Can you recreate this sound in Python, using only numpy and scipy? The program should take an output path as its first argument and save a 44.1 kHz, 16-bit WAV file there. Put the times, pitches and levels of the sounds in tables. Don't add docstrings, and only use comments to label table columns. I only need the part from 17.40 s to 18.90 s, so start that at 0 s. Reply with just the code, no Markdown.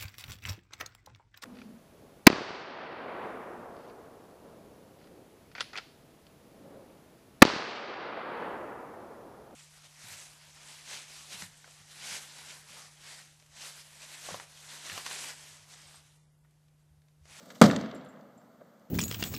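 import sys
import numpy as np
from scipy import signal
from scipy.io import wavfile
from scipy.ndimage import uniform_filter1d

SR = 44100
rng = np.random.default_rng(int(sys.argv[2]) if len(sys.argv) > 2 else 0)


def unload_wav(signal):
    wavfile.write(
        sys.argv[1],
        SR,
        np.round(np.clip(np.atleast_2d(signal).T, -1, 1) * 32767).astype(np.int16),
    )


def gain_from_db(level_db):
    decades = np.asarray(level_db, float) / 20
    return 10 ** decades


N = 66150
BURST_S = .2140


def band(x, hz, width):
    return signal.lfilter(*signal.iirpeak(min(hz, .45 * SR), hz / width, fs=SR), x)


def noise_band(hz, width):
    return unit(band(band(rng.standard_normal(N), hz, width), hz, width))


def cut(x, hz, kind, order=2):
    return signal.sosfilt(signal.butter(order, min(hz, .45 * SR), kind, fs=SR, output="sos"), x)


def unit(x):
    return x / np.sqrt(np.mean(x ** 2))


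def walk(rate):
    k = int(SR / rate)
    steps = np.repeat(rng.standard_normal(N // k + 1), k)
    return unit(uniform_filter1d(uniform_filter1d(steps, k), k)[:N])


def fade(t, rise_s, fall_s):
    u = np.maximum(t, 0)
    return (1 - np.exp(-u / rise_s)) * np.exp(-u / fall_s)


def torch(t):
    # (time [s], level [dB], centre [Hz], length [s])
    puffs = [
        (.006, -74, 7000, .003),
        (.056, -57.5, 5300, .008),
        (.098, -62, 8000, .003),
        (.102, -49.5, 1850, .01),
        (.122, -54, 6000, .003),
        (.148, -55, 6950, .004),
        (.153, -54.5, 2500, .012),
        (.173, -83, 8000, .002),
        (.201, -60, 4980, .002),
        (1.395, -68, 5000, .003),
    ]
    level_db, centre_hz, flicker_db = -66.5, 3300, 1.5
    flicker = gain_from_db(level_db + flicker_db * walk(210))
    burning = np.clip((BURST_S - t) / .002, 0, 1)
    out = flicker * unit(band(rng.standard_normal(N), centre_hz, 7000)) * burning
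    for s, db, hz, length_s in puffs:
        out = out + gain_from_db(db) * fade(t - s, .0008, length_s) * noise_band(hz, 2.6 * hz)
    return out


def air(t):
    # (frequency [Hz], level per third octave [dB])
    town = np.array([(40, -79.5), (100, -78), (220, -70), (600, -71), (1400, -81), (3000, -88.5),
                     (9000, -88.5), (14000, -84)])
    # (frequency [Hz], early level [dB], early t60 [s], late level [dB], late t60 [s])
    tail = np.array([(60, -37, 0.47, -52.5, .8), (150, -19.5, 0.27, -47.5, 1.67),
                     (300, -25.5, 0.55, -42.5, 1.58), (684.5, -24, 0.13, -47, 1.7),
                     (1500, -27.5, 0.14, -52, 1.46), (4000, -30, 0.083, -49, .8), (8000, -43, .2, -52, 0.4),
                     (14000, -54, 0.24, -60, 0.55)])
    rise_s, patchy_db, hum_before_db = .007, 1.2, 4.0
    since = t - BURST_S
    lumps = gain_from_db(patchy_db * walk(90))
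    duck = gain_from_db(hum_before_db * np.clip(-since / .002, 0, 1))
    out = 0
    for hz in 40 * 2 ** (np.arange(27) / 3):
        early_db, early_t60, late_db, late_t60 = (
            np.interp(np.log(hz), np.log(tail[:, 0]), tail[:, k]) for k in range(1, 5))
        early = gain_from_db(early_db) * fade(since, rise_s, early_t60 / np.log(1000))
        late = gain_from_db(late_db) * fade(since, rise_s, late_t60 / np.log(1000))
        hum = gain_from_db(np.interp(np.log(hz), np.log(town[:, 0]), town[:, 1])) * duck
        level = np.hypot((early + late) * lumps, hum)
        level = level * gain_from_db(0.5 * walk(min(hz / 8, 30)))
        out = out + level * noise_band(hz, hz / 3)
    return out


def half_sine(u, length_s):
    return np.sin(np.pi * np.clip(u / length_s, 0, 1))


def blast(t):
    # (time [s], level [dB], length factor [1], tearing level [dB])
    arrivals = [(.2140, 1, 1.2, -1), (.2168, 4, 1.6, -10), (.2182, 2, .45, -5), (.2188, 5, .95, -12),
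                (.2214, -10, 2.1, -10), (.2233, -6, .6, -12), (.2247, -4, 1.1, -13), (.2257, -9, .6, -20),
                (.2265, -8, 1.1, -30), (.2340, -14, 1.2, -22), (.2365, -14, 1.2, -22),
                (.2399, -8, 1.6, -20), (.2445, -9, 1.6, -20), (.2632, -9, 1.5, -20)]
    level_db, push_s, suck_s, suck_share = -4, .0008, .0016, .8
    tear_gain_db, tear_delay_s, tear_s = 3, .0007, .0009
    out = 0
    for s, db, stretch, tear_db in arrivals:
        u = t - s
        push = half_sine(u, push_s * stretch)
        suck = half_sine(u - push_s * stretch, suck_s * stretch)
        tear = rng.standard_normal(N) * fade(u - tear_delay_s * stretch, tear_s / 2, tear_s)
        out = out + gain_from_db(db) * (push - suck_share * suck) + gain_from_db(tear_db + tear_gain_db) * tear
    return gain_from_db(level_db) * cut(out, 9000, "low")


def rough_returns(t):
    # (peak time [s], level [dB], spread [s], centre [Hz])
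    returns = [
        (0.241, -33, 0.002, 4200),
        (.261, -36.5, 0.0047, 4740),
        (0.268, -28.5, 0.014, 200),
        (0.334, -31, 0.002, 600),
        (0.368, -26, 0.0037, 238),
        (0.439, -38.5, 0.0017, 468),
        (0.549, -43, 0.016, 300),
        (1.215, -52.5, 0.0057, 500),
        (1.018, -57.5, 0.0015, 900),
    ]
    out = 0
    for s, db, spread_s, hz in returns:
        swell = np.exp(-.5 * ((t - s) / spread_s) ** 2)
        out = out + gain_from_db(db) * swell * noise_band(hz, 0.72 * hz)
    return out * (t > BURST_S)


def flutter(t):
    # (time [s], level [dB], bottom [Hz], top [Hz])
    echoes = [(0.2993, -27, 1000, 2380), (0.3112, -27, 1100, 8000), (0.3622, -30, 1140, 9000),
              (0.4113, -43, 1400, 8400), (.437, -46, 900, 2000), (0.4598, -43.5, 1500, 5640),
              (0.5124, -44, 1500, 4700), (0.5623, -57, 2500, 6540), (0.612, -56.5, 2550, 4400),
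              (0.6612, -58, 3000, 4300), (0.7604, -65, 3000, 4360), (.810, -65, 3320, 6290)]
    level_db, rise_s, fall_s = -2.5, 0.00039, 0.0019
    trail_db, trail_s = -14, 0.0046
    out = 0
    for s, db, low_hz, high_hz in echoes:
        u = t - s
        trail = gain_from_db(trail_db) * fade(u + 0.0028, 0.00097, trail_s)
        crack = rng.standard_normal(N) * (fade(u, rise_s, fall_s) + trail)
        crack = cut(crack, 1800, "low", order=1)
        crack = cut(crack, low_hz, "high", order=3)
        crack = cut(crack, high_hz, "low", order=4)
        out = out + gain_from_db(db) * unit(crack)
    return gain_from_db(level_db) * out * np.sqrt(fall_s * SR / N)


def metal(t):
    # (time [s], level [dB], brightness [dB])
    tinks = [
        (.547, -67.5, 15.5),
        (0.5506, -61, -14),
        (0.647, -73.5, 14),
        (.687, -64.5, 1),
        (.9775, -67.5, 1.5),
    ]
    # (frequency [Hz], level [dB], t60 [s])
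    modes = [(7070, -8, .11), (7550, -3, 0.15), (8200, -10, 0.034), (9640, -4.5, .07), (11400, -16, .05),
             (11860, -17, 0.038), (13100, -28, 0.044)]
    tap_db, tap_s, waver_db = -10, .003, 2.5
    out = 0
    for s, db, bright_db in tinks:
        u = t - s
        phase = rng.uniform(0, 2 * np.pi, len(modes))
        tap = fade(u, 0.00045, tap_s) * unit(band(rng.standard_normal(N), 6460, 6700))
        out = out + gain_from_db(db + bright_db + tap_db) * tap
        for k, (hz, mode_db, t60) in enumerate(modes):
            level = gain_from_db(db + mode_db + bright_db * (k > 1) + waver_db * walk(330))
            ring = fade(u, 0.00027, t60 / np.log(1000)) * np.sin(2 * np.pi * hz * t + phase[k])
            out = out + level * ring
    return out


def scene():
    t = np.arange(N) / SR
    return (torch(t) + air(t) + blast(t) + rough_returns(t) + flutter(t) + metal(t))[None]


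def band_limit(x):
    return signal.sosfilt(signal.butter(12, 16530, fs=SR, output="sos"), x)


def record(dry):
    # (frequency [Hz], width [Hz], lift [dB])
    body = [(225, 90, 6.5), (361, 260, -9.5), (600, 190, 7), (900, 480, -3.5), (1270, 340, 7),
            (1685, 120, 1.5), (2100, 650, 3), (2517, 460, -7.5), (3630, 1100, 4), (4580, 320, 3.5),
            (6040, 410, 2.5), (7260, 1700, 4), (9850, 1700, -8), (13600, 3000, 2)]
    low_cut_hz, top_hz, ceiling = 120, 15350, .97
    x = cut(dry, low_cut_hz, "high", order=3)
    for hz, width, db in body:
        x = x + (gain_from_db(db) - 1) * band(x, hz, width)
    x = signal.sosfilt(signal.ellip(6, .2, 30, top_hz, fs=SR, output="sos"), x)
    x = ceiling * np.tanh(x / ceiling)
    return band_limit(x)


dry = scene()
out = record(dry)
unload_wav(out)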